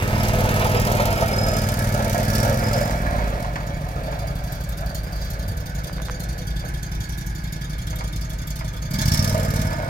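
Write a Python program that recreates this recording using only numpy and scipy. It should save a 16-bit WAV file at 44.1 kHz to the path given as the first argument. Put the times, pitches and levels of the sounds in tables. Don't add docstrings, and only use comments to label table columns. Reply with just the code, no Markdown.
import sys
import numpy as np
from scipy import signal
from scipy.fft import rfft, irfft, next_fast_len
from scipy.io import wavfile
from scipy.ndimage import uniform_filter1d, map_coordinates

SR = 44100
rng = np.random.default_rng(int(sys.argv[2]) if len(sys.argv) > 2 else 0)


def inscribe(sig):
    pcm = np.round(np.clip(np.atleast_2d(sig).T, -1, 1) * 32767)
    wavfile.write(sys.argv[1], SR, pcm.astype(np.int16))


N = 436149


def amp(db):
    return 10 ** (np.asarray(db) / 20)


def unit(x):
    return x / np.sqrt(np.mean(x ** 2) + 1e-20)


def along(points, hz):
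    f, v = np.transpose(points)
    return np.interp(np.log(hz + 1), np.log(f + 1), v)


def curves(rows):
    times, *columns = np.transpose(rows)
    return [np.interp(np.arange(N) / SR, times, column) for column in columns]


def swells(rows):
    t = np.arange(N) / SR
    return sum(amp(db) * np.exp(-((t - s) / half) ** 2) for s, half, db in rows)


def wobble(rate):
    knots = rng.standard_normal(int(N * rate / SR) + 4)
    return map_coordinates(knots, [np.arange(N) * rate / SR])


def noise():
    return rng.standard_normal(N)


def filtered(x, response):
    size = next_fast_len(N + SR // 2, True)
    return irfft(rfft(x, size) * response(np.fft.rfftfreq(size, 1 / SR)), size)[..., :N]


def ring(x, broad, modes=(), size=16384):
    hz = np.fft.rfftfreq(size, 1 / SR)
    power = amp(along(broad, hz)) ** 2
    for f, width, db in modes:
        power = power + amp(db) ** 2 / (1 + ((hz - f) / width) ** 2 * 2) ** 2
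    cepstrum = irfft(np.log(power + 1e-12) / 2)
    cepstrum[1:size // 2] *= 2
    cepstrum[size // 2 + 1:] = 0
    response = irfft(np.exp(rfft(cepstrum)))
    return signal.oaconvolve(x, response / np.linalg.norm(response))[:N]


def taps(at, sizes):
    return np.bincount(np.clip(at, 0, N - 1).astype(int), sizes, N)


def bursts(blows, rise, hold, fall):
    t = np.arange(SR // 5) / SR
    shape = (1 - np.exp(-t / rise)) * np.exp(-np.maximum(t - hold, 0) / fall)
    return np.abs(signal.oaconvolve(blows, shape)[:N])


# (time [s], distance [m], full lead of the left microphone [s])
PATH = [(0, 5.22, 0.00025), (1.1, 6.56, 0.00033), (1.8, 7.44, 0.00045), (4, 7.26, 0.00046),
        (7, 7.2, 0.00048), (9.89, 9.16, 0.00045)]


def placed(x, spread):
    lead = curves(PATH)[1] * SR * spread / 2
    return np.array([map_coordinates(x, [np.arange(N) + side * lead]) for side in (1, -1)])


# (frequency [Hz], level [dB])
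OPEN_AIR = [(15, -17), (45, 1.5), (120, -3), (300, -23), (1000, -35.5), (4000, -39), (16000, -92)]


def background():
    common = amp(-33.5) * ring(noise(), OPEN_AIR)
    return common + amp(-50.5) * np.array([ring(noise(), OPEN_AIR) for side in range(2)])


def hum():
    phase = 2 * np.pi * np.cumsum(51.3 + .5 * wobble(3.02)) / SR
    tone = np.sin(phase) + amp(-10.0) * np.sin(2 * phase)
    return amp(-32 + wobble(5.6)) * tone * np.sqrt(2)


# (frequency [Hz], time to decay by 60 dB [s])
SHED_DECAY = [(100, 0.32), (1000, 0.11), (5000, 0.18), (15000, 0.047)]


def echo(x):
    count = 8
    out = np.zeros((2, N))
    for k in range(count):
        hz, t, spectrum = signal.stft(rng.standard_normal((2, SR // 4)), SR, nperseg=256)
        decay = amp(-60 * t / along(SHED_DECAY, hz)[:, None])
        tail = signal.istft(spectrum * decay, SR, nperseg=256)[1]
        share = np.sqrt(np.clip(1 - np.abs(np.linspace(0, count - 1, N) - k), 0, 1))
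        out += signal.oaconvolve((x * share)[None], tail / np.linalg.norm(tail[0]), axes=1)[:, :N]
    return out


# (time [s], level [dB])
CRACKLES = [(5.897, -22.5), (5.983, -24), (6.001, -24), (6.018, -28), (6.085, -20), (6.092, -25),
            (6.098, -16)]


def crackles():
    s, db = np.transpose(CRACKLES)
    colour = [(300, -18), (900, 4), (1500, 2), (3000, -11), (6000, -20), (16000, -44)]
    return ring(taps(s * SR, amp(db + 10.0)), colour)


# (time [s], half length [s], level [dB])
SCRUBS = [(4.52, 0.12, -51), (5.23, 0.11, -46.5)]


def scrub():
    colour = [(1000, -23), (3000, -9), (4700, -2), (6500, -6.0), (9000, -18), (16000, -11)]
    return swells(SCRUBS) * ring(noise(), colour)


def tyres():
    count = 9000
    stones = rng.random((count, 2))
    grains = unit(taps(stones[:, 0] * N, amp(-3.5 * np.log(stones[:, 1] + 0.0033))))
    colour = [(200, -16.5), (420, 0.0), (700, -4.5), (1200, -9.5), (2700, -9.5),
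              (4000, -25.5), (9000, -29), (16000, -26)]
    return ring(unit(grains + 0.5 * noise()), colour)


# (frequency [Hz], width [Hz], level [dB])
CHAINS = [(1330, 160, 4), (1460, 71, 0), (1660, 500, -4), (2197, 110, 0)]


def chains():
    colour = [(300, -45), (1500, -35), (9000, -58)]
    flare_db = 2.5
    rasp = 0
    for hz, width, db in CHAINS:
        flare = amp(db + flare_db * wobble(28))
        rasp = rasp + flare * ring(noise(), colour, [(hz, width, 0)])
    return unit(rasp)


# (frequency [Hz], width [Hz], level [dB])
BODY = [(472, 64, -3), (560, 90, 4.5), (667, 100, 4), (836, 185, -1), (1370, 234, -5)]
# (frequency [Hz], level [dB])
BODY_BROAD = [(150, -19.5), (280, -8), (600, -11), (1000, -32), (1600, -14.5), (2500, -21.5), (4000, -21),
              (9000, -48), (16000, -36)]
BODY_DRIFT = .05


def rattle():
    count = 5000
    blows = rng.random((count, 2))
    patter = unit(taps(blows[:, 0] * N, amp(-3.8 * np.log(blows[:, 1] + 0.0079))))
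    drive = unit((patter + 0.93 * noise()) * amp(1.7 * wobble(30)))
    flexing = np.cumsum(BODY_DRIFT * wobble(9))
    return map_coordinates(ring(drive, BODY_BROAD, BODY), [np.arange(N) + flexing], mode="wrap")


# (time [s], relative metal clack level [dB], panel level [dB], panel pitch [Hz])
KNOCKS = [(0.135, -19, -20, 470), (0.335, -18, -15, 670), (0.45, -15, -16, 857), (0.605, -20, -15, 630),
          (0.656, -22, -12, 855), (0.744, -18, -9, 472), (0.997, -8, -9, 550), (1.127, -20, -11, 645),
          (1.222, -11, -8, 655), (1.406, -31, -15, 560), (1.53, -29, -15, 640), (1.56, -24, -18, 650),
          (2.144, -25, -10.5, 700), (2.186, -26, -11, 634), (2.811, -22, -10, 588), (2.853, -21, -18, 850),
          (3.446, -16, -34, 810), (3.557, -12.5, -27, 1170), (3.607, -24, -32, 1280),
          (4.081, -35, -19, 619), (4.125, -20, -19, 585), (6.638, -29, -26, 600), (7.929, -21, -34, 610),
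          (8.008, -17, -32, 630), (8.609, -20.5, -36, 647), (9.347, -20, -13, 640), (9.83, -28, -20, 590)]
# (multiple of its pitch [ratio], level [dB], time to decay by 60 dB [s])
PANEL = [(.55, -9, 0.016), (1, -3, 0.053), (1.42, -13, 0.03)]


def knocks():
    s, clack_db, _, _ = np.transpose(KNOCKS)
    t = np.arange(SR // 8) / SR
    onset = 1 - np.exp(-t / 0.00086)
    panels = np.zeros(N + SR)
    for start, _, panel_db, hz in KNOCKS:
        tock = sum(amp(db - 60 * t / t60) * np.sin(2 * np.pi * hz * ratio * t) for ratio, db, t60 in PANEL)
        panels[round(start * SR):][:len(t)] += amp(panel_db) * tock * onset
    scrape = bursts(taps(s * SR, amp(clack_db - 10.5)), rise=0.00012, hold=0.00056, fall=0.01) * noise()
    colour = [(300, -13), (800, 21.0), (1400, 19.0), (3000, 2.5), (6000, -3), (16000, -33)]
    return panels[:N] + ring(scrape, colour)


HULL_HZ = 920


def shaken(x):
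    low = filtered(x, lambda hz: 1 / (1 + (hz / HULL_HZ) ** 6))
    return placed(low, spread=0.34) + placed(x - low, spread=0.9)


# (time [s], level [dB])
ROLLING = [(0, -34.5), (.4, -32), (1.2, -26), (1.7, -30), (2.6, -28.5), (3.1, -40.5), (3.8, -39),
           (4.7, -43), (6.1, -43), (7.1, -51), (8.85, -49.5), (9.1, -41), (9.35, -31.5), (9.65, -34.5),
           (9.89, -30)]
# (time [s], half length [s], level [dB])
RUTS = [(.16, 0.025, -35), (2.8, 0.18, -29), (3.25, 0.22, -29.5), (4.1, 0.2, -37.5), (6.64, 0.029, -40),
        (8.02, 0.06, -40.5), (8.64, 0.028, -43)]
CHAIN_DB, GRIT_DB = -9.5, -16.5
GRIT_NEAR = 5.55


def running_gear(near):
    shaking = np.hypot(amp(curves(ROLLING)[0]), swells(RUTS))
    grit = amp(GRIT_DB) * near ** GRIT_NEAR * tyres()
    return near * shaking * (rattle() + amp(CHAIN_DB) * chains() + grit) + knocks()


IDLE_RATE, CRUISE_RATE = 11.5, 19.5
IDLE_THROTTLE = .3


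def pace(rate):
    return (rate - IDLE_RATE) / (CRUISE_RATE - IDLE_RATE)


def follow(law, rate, throttle):
    idle_db, speed_db, throttle_db = law
    return idle_db + speed_db * pace(rate) + throttle_db * (throttle - IDLE_THROTTLE)


WAVER_CYCLES = .004


def firings(rate):
    waver = WAVER_CYCLES * pace(rate) * wobble(7)
    cycle = np.cumsum(rate) / SR + waver + .53
    index = np.arange(2, 2 * int(cycle[-1]) + 2)
    cylinder = index % 2
    angle = index // 2 + cylinder * 3 / 8
    inside = angle < cycle[-1]
    return np.searchsorted(cycle, angle[inside]), cylinder[inside]


# (frequency [Hz], width [Hz], level [dB])
SHIELD = [(4750, 240, -1), (5500, 270, 3), (6400, 220, -13)]
# (time [s], half length [s], level [dB])
CLACKS = [(2.36, .1, -40.5), (9.15, 0.13, -31.5)]


def shield(at):
    sizes = amp(2 * rng.standard_normal(len(at)))
    hits = unit(bursts(taps(at, sizes), rise=0.00067, hold=0.0028, fall=0.0046))
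    return swells(CLACKS) * ring(hits * noise(), [(2000, -44), (5500, -18), (12000, -42)], SHIELD)


# (frequency [Hz], width [Hz], level [dB])
SQUEAK = [(5095, 87, -1), (5350, 240, -17), (7250, 250, -12)]
# (time [s], half length [s], level [dB])
CHIRPS = [(.22, 0.071, -46.5), (.8, 0.094, -44), (1.17, 0.041, -44), (1.49, 0.21, -38), (2.74, 0.18, -42.5),
          (9.45, 0.33, -44.5)]
SECOND_CHIRP_DB = 8


def chirp(at, cylinder):
    sizes = amp(SECOND_CHIRP_DB * cylinder + 2.0 * rng.standard_normal(len(at)))
    tugs = unit(bursts(taps(at, sizes), rise=0.0018, hold=0.0064, fall=0.0039))
    return swells(CHIRPS) * ring(tugs * noise(), [(2000, -60), (6000, -36), (16000, -40)], SQUEAK)


# (frequency [Hz], width [Hz], level [dB])
METAL = [(695, 150, -11), (860, 100, -6), (1284, 130, -5), (1500, 230, -4.5), (1680, 190, -1),
         (2220, 220, -7.5)]
# (frequency [Hz], level [dB])
METAL_BROAD = [(150, -15), (320, -1), (450, -19), (1000, -8.5), (2000, -25), (2800, -23), (5000, -25),
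               (9000, -37), (16000, -40)]
# (at idle [dB], more at cruising speed [dB], per unit of throttle [dB])
CLATTER_LAW = (-44, 5.7, 2.9)


def clatter(at, rate, throttle):
    sizes = amp(6.5 * rng.standard_normal(len(at)))
    shake = unit(bursts(taps(at, sizes), rise=0.0026, hold=0.0043, fall=0.032))
    drive = unit(1 + 0.39 * shake) * noise()
    return amp(follow(CLATTER_LAW, rate, throttle)) * ring(drive, METAL_BROAD, METAL)


# (frequency [Hz], width [Hz], level [dB])
INTAKE = [(858, 55, -2), (1685, 105, 0), (2230, 120, -7)]
# (at idle [dB], more at cruising speed [dB], per unit of throttle [dB])
INTAKE_LAW = (-55, -1.1, 27.3)


def intake(at, rate, throttle):
    gulps = unit(bursts(taps(at, np.ones(len(at))), rise=0.0028, hold=0.011, fall=0.028))
    tone = ring(gulps * noise(), [(300, -37.0), (1500, -10), (6000, -47)], INTAKE)
    return amp(follow(INTAKE_LAW, rate, throttle)) * tone


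# (frequency [Hz], width [Hz], level [dB])
WHISTLES = [(3314, 89, 0), (3590, 81, 2), (4290, 105, 0), (4726, 110, 5), (5340, 200, 0), (5970, 160, -4),
            (6617, 183, 3), (9100, 93, -6.5), (12220, 350, -4.5)]
# (at idle [dB], more at cruising speed [dB], per unit of throttle [dB])
WHISTLE_LAW = (-45, -13, 19.2)


def whistles(at, puffs, rate, throttle):
    stroke = np.searchsorted(at, np.arange(N) + 0.0079 * SR)
    ringing = np.zeros(N)
    for hz, width, db in WHISTLES:
        strength = amp(rng.uniform(-7.5, 7.5, len(at) + 1))[stroke]
        pitch = hz + .7 * width * rng.standard_normal(len(at) + 1)[stroke]
        phase = 2 * np.pi * np.cumsum(pitch + .9 * width * wobble(400)) / SR
        ringing += amp(db) * strength * np.sin(phase)
    gated = unit(ringing * np.roll(puffs, round(0.0043 * SR)))
    return amp(follow(WHISTLE_LAW, rate, throttle)) * gated


# (time [s], level [dB])
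SPITS = [(4.521, -36), (4.688, -38), (4.946, -37), (5.302, -36), (5.48, -38), (6.2, -41), (7.179, -36),
         (7.263, -38), (7.524, -37), (7.955, -35), (8.298, -43), (8.47, -34), (8.556, -40), (8.906, -39)]


def spits():
    s, db = np.transpose(SPITS)
    puffs = bursts(taps(s * SR, amp(db)), rise=0.0014, hold=0.0054, fall=0.0053)
    colour = [(3000, -26), (7000, -5), (10000, -7), (12500, 5), (14000, -1), (16000, -12)]
    return ring(puffs * noise(), colour)


# (at idle [dB], more at cruising [dB], per unit of throttle [dB])
SECOND_PUFF_LAW = (-3.5, 2.1, 5.3)


def exhaust_puffs(at, cylinder, rate, throttle):
    second_db = follow(SECOND_PUFF_LAW, rate, throttle)
    sizes = amp(second_db[at] * cylinder + 1.6 * rng.standard_normal(len(at)))
    fast = np.clip(pace(rate[at]), 0, 1)
    long_puffs = bursts(taps(at - 0.0047 * SR, sizes * (1 - fast)), rise=0.0013, hold=0.0074, fall=0.0094)
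    short_puffs = bursts(taps(at, sizes * fast), rise=0.0006, hold=0.0048, fall=0.0046)
    return long_puffs + amp(2.0) * short_puffs


# (frequency [Hz], level [dB])
HISS_BROAD = [(1000, -47), (2800, -7.5), (4500, -2), (7000, -3.5), (8400, -6.5), (10000, -4.5), (13000, -3),
              (16000, -9)]
# (frequency [Hz], level [dB])
SIZZLE = [(6000, -42), (10000, -8), (12400, 0), (14000, -1), (16000, -6)]
# (time [s], level [dB])
SIZZLE_LEVEL = [(0, -8), (2.4, -9), (3.4, -20), (4.3, 4), (5.6, -1), (6.5, -15), (7.3, -10), (9.89, -25)]
# (at idle [dB], more at cruising speed [dB], per unit of throttle [dB])
HISS_LAW = (-49, 0.51, 20.5)
LEAK_LAW = (-12.5, 13.4, -23.5)


def hiss(puffs, rate, throttle):
    leak = amp(follow(LEAK_LAW, rate, throttle)) ** 2
    gate = np.sqrt((unit(puffs) ** 2 + leak) / (1 + leak))
    spit = unit(gate * amp(3.8 * wobble(350)))
    alike = ring(spit * noise(), HISS_BROAD)
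    alike += amp(curves(SIZZLE_LEVEL)[0]) * ring(unit(puffs) * noise(), SIZZLE)
    unrelated = np.array([ring(spit * noise(), HISS_BROAD) for side in range(2)])
    return amp(follow(HISS_LAW, rate, throttle)) * (placed(alike, spread=0.87) + amp(-0.5) * unrelated)


# (frequency [Hz], level [dB])
ROAR_BROAD = [(150, -19), (300, -13), (450, 0), (600, -4), (950, -2), (1350, -5.5), (1900, -9), (2700, -12),
              (8000, -41)]
# (time [s], half length [s], level [dB])
ROAR = [(.75, 0.47, -32)]


def roar(at):
    sizes = amp(3.9 * rng.standard_normal(len(at)))
    blasts = unit(bursts(taps(at, sizes), rise=0.0024, hold=0.012, fall=0.027))
    return swells(ROAR) * ring(blasts * noise(), ROAR_BROAD)


# (time [s], half length [s], level [dB])
THUD = [(5.48, 0.069, -28)]


def thud():
    colour = [(30, -27), (65, -5), (105, 1), (150, -16), (240, -15.5), (400, -47), (1000, -70)]
    return swells(THUD) * ring(noise(), colour)


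# (time [s], half length [s], level [dB], pitch [Hz])
BOOMS = [(2.4, .45, -36.5, 215), (8.979, 0.029, -23.5, 194), (9.094, 0.11, -27, 146),
         (9.497, .3, -32.5, 150)]
BOOM_WIDTH_HZ = 27


def booms(flow):
    out = 0
    for s, half, db, hz in BOOMS:
        boom = ring(flow, [(20, -60), (200, -34), (900, -82)], [(hz, BOOM_WIDTH_HZ, 0)])
        out = out + swells([(s, half, db)]) * boom
    return out


# (frequency [Hz], level [dB])
MUFFLER_IDLE = [(10, -28), (19, -23), (25, -10), (33, 1), (58, 6), (70, -0.5), (95, -5.5), (125, 2),
                (160, 4), (185, -2), (225, -17.5), (320, -19.5), (450, -40), (900, -68)]
MUFFLER_LOAD = [(10, -65), (20, -38), (32, -6), (39, 2), (58, -15.5), (78, 8.5), (100, 2.5), (125, 4.5),
                (155, -3.5), (180, -8), (210, -1.5), (250, -10.5), (300, -24), (400, -32.5), (900, -55)]
MUFFLER_OVERRUN = [(10, -48), (22, -11), (33, 2), (46, 2.5), (58, 7), (70, -12), (90, -7), (120, -4),
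                   (155, -3.5), (200, -7), (260, -12), (400, -35), (900, -57)]
# (time [s], share [0-1])
OVERRUN = [(2.8, 0), (2.97, .85), (3.35, .85), (3.7, 0)]
# (at idle [dB], more at cruising speed [dB], per unit of throttle [dB])
THUMP_LAW = (-31.5, 6.5, 8.8)
OVERRUN_DB = 1
LOAD_PER_RATE, LOAD_PER_THROTTLE = 0.14, 0.25


def thump(at, rate, throttle):
    chance = rng.standard_normal((len(at), 2))
    sizes = amp(1.5 * chance[:, 1]) / np.sqrt(rate[at])
    pulses = unit(taps(at + chance[:, 0] * 0.00025 * SR, sizes))
    flow = pulses + amp(-11.5) * noise()
    load = LOAD_PER_RATE * (rate - IDLE_RATE) + LOAD_PER_THROTTLE * (throttle - IDLE_THROTTLE)
    load = np.clip(load, 0, 1)
    driving = np.sqrt(1 - load) * ring(flow, MUFFLER_IDLE) + np.sqrt(load) * ring(flow, MUFFLER_LOAD)
    coasting = amp(OVERRUN_DB) * ring(flow, MUFFLER_OVERRUN)
    overrun = np.clip(curves(OVERRUN)[0], 0, 1)
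    mixed = (1 - overrun) * driving + overrun * coasting
    return amp(follow(THUMP_LAW, rate, throttle)) * mixed + booms(flow)


# (time [s], four-stroke cycles, each firing both cylinders once [per s])
SPEED = [(0.0, 19.424), (0.55, 19.352), (0.8, 19.695), (1.1, 19.354), (1.68, 19.706), (2.25, 19.38),
         (2.48, 21.293), (2.78, 21.099), (3.09, 19.163), (3.3, 16.446), (3.5, 14.783), (3.85, 13.724),
         (4.3, 12.054), (4.7, 11.826), (5.16, 11.162), (5.6, 11.243), (6.27, 10.985), (7.06, 11.457),
         (8.12, 11.707), (8.88, 11.331), (9.02, 14.414), (9.14, 18.287), (9.28, 20.038), (9.5, 18.316),
         (9.89, 17.004)]
# (time [s], opening, 0 shut, about .3 at idle, 1 wide open [0-1])
THROTTLE = [(0, 0.26), (.35, 0.52), (.85, 0.56), (1.05, 0.51), (2.24, 0.64), (2.37, 0.83), (2.62, 0.47),
            (2.82, 0.55), (3.0, 0.25), (3.7, 0.028), (5.7, 0.24), (8.86, 0.34), (8.97, 1), (9.21, 0.97),
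            (9.35, 0.59), (9.61, 0.77), (9.78, 0.23), (9.89, 0.17)]
FAR_M = 7.5


def scene():
    rate, = curves(SPEED)
    throttle, = curves(THROTTLE)
    near = FAR_M / curves(PATH)[0]
    at, cylinder = firings(rate)
    body = running_gear(near) + roar(at)
    puffs = exhaust_puffs(at, cylinder, rate, throttle)
    metal = clatter(at, rate, throttle) + whistles(at, puffs, rate, throttle)
    metal = near * (metal + chirp(at, cylinder) + shield(at) + intake(at, rate, throttle))
    gas = near * hiss(puffs, rate, throttle) + placed(spits() + scrub(), spread=0.89)
    exhaust = near * thump(at, rate, throttle) + thud()
    direct = placed(exhaust, spread=0.055) + shaken(body) + placed(metal, spread=0.925) + gas
    scattered = echo(amp(-24) * exhaust + amp(-5) * body + amp(-3) * metal + amp(-1.0) * gas[0])
    return direct + scattered + crackles() + hum() + background()


# (frequency [Hz], level difference [dB])
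TILT = [(60, 0), (380, -1.5), (700, -1.5), (1300, -3.3), (2400, -5.5), (4400, -1.5), (6200, -10), (8100, 8),
        (11000, 2), (15000, -4.5)]
TOP_HZ = 16000


def record(dry):
    return filtered(dry, lambda hz: amp(np.outer([.5, -.5], along(TILT, hz))) * (hz < TOP_HZ))


dry = scene()
out = record(dry)
inscribe(out)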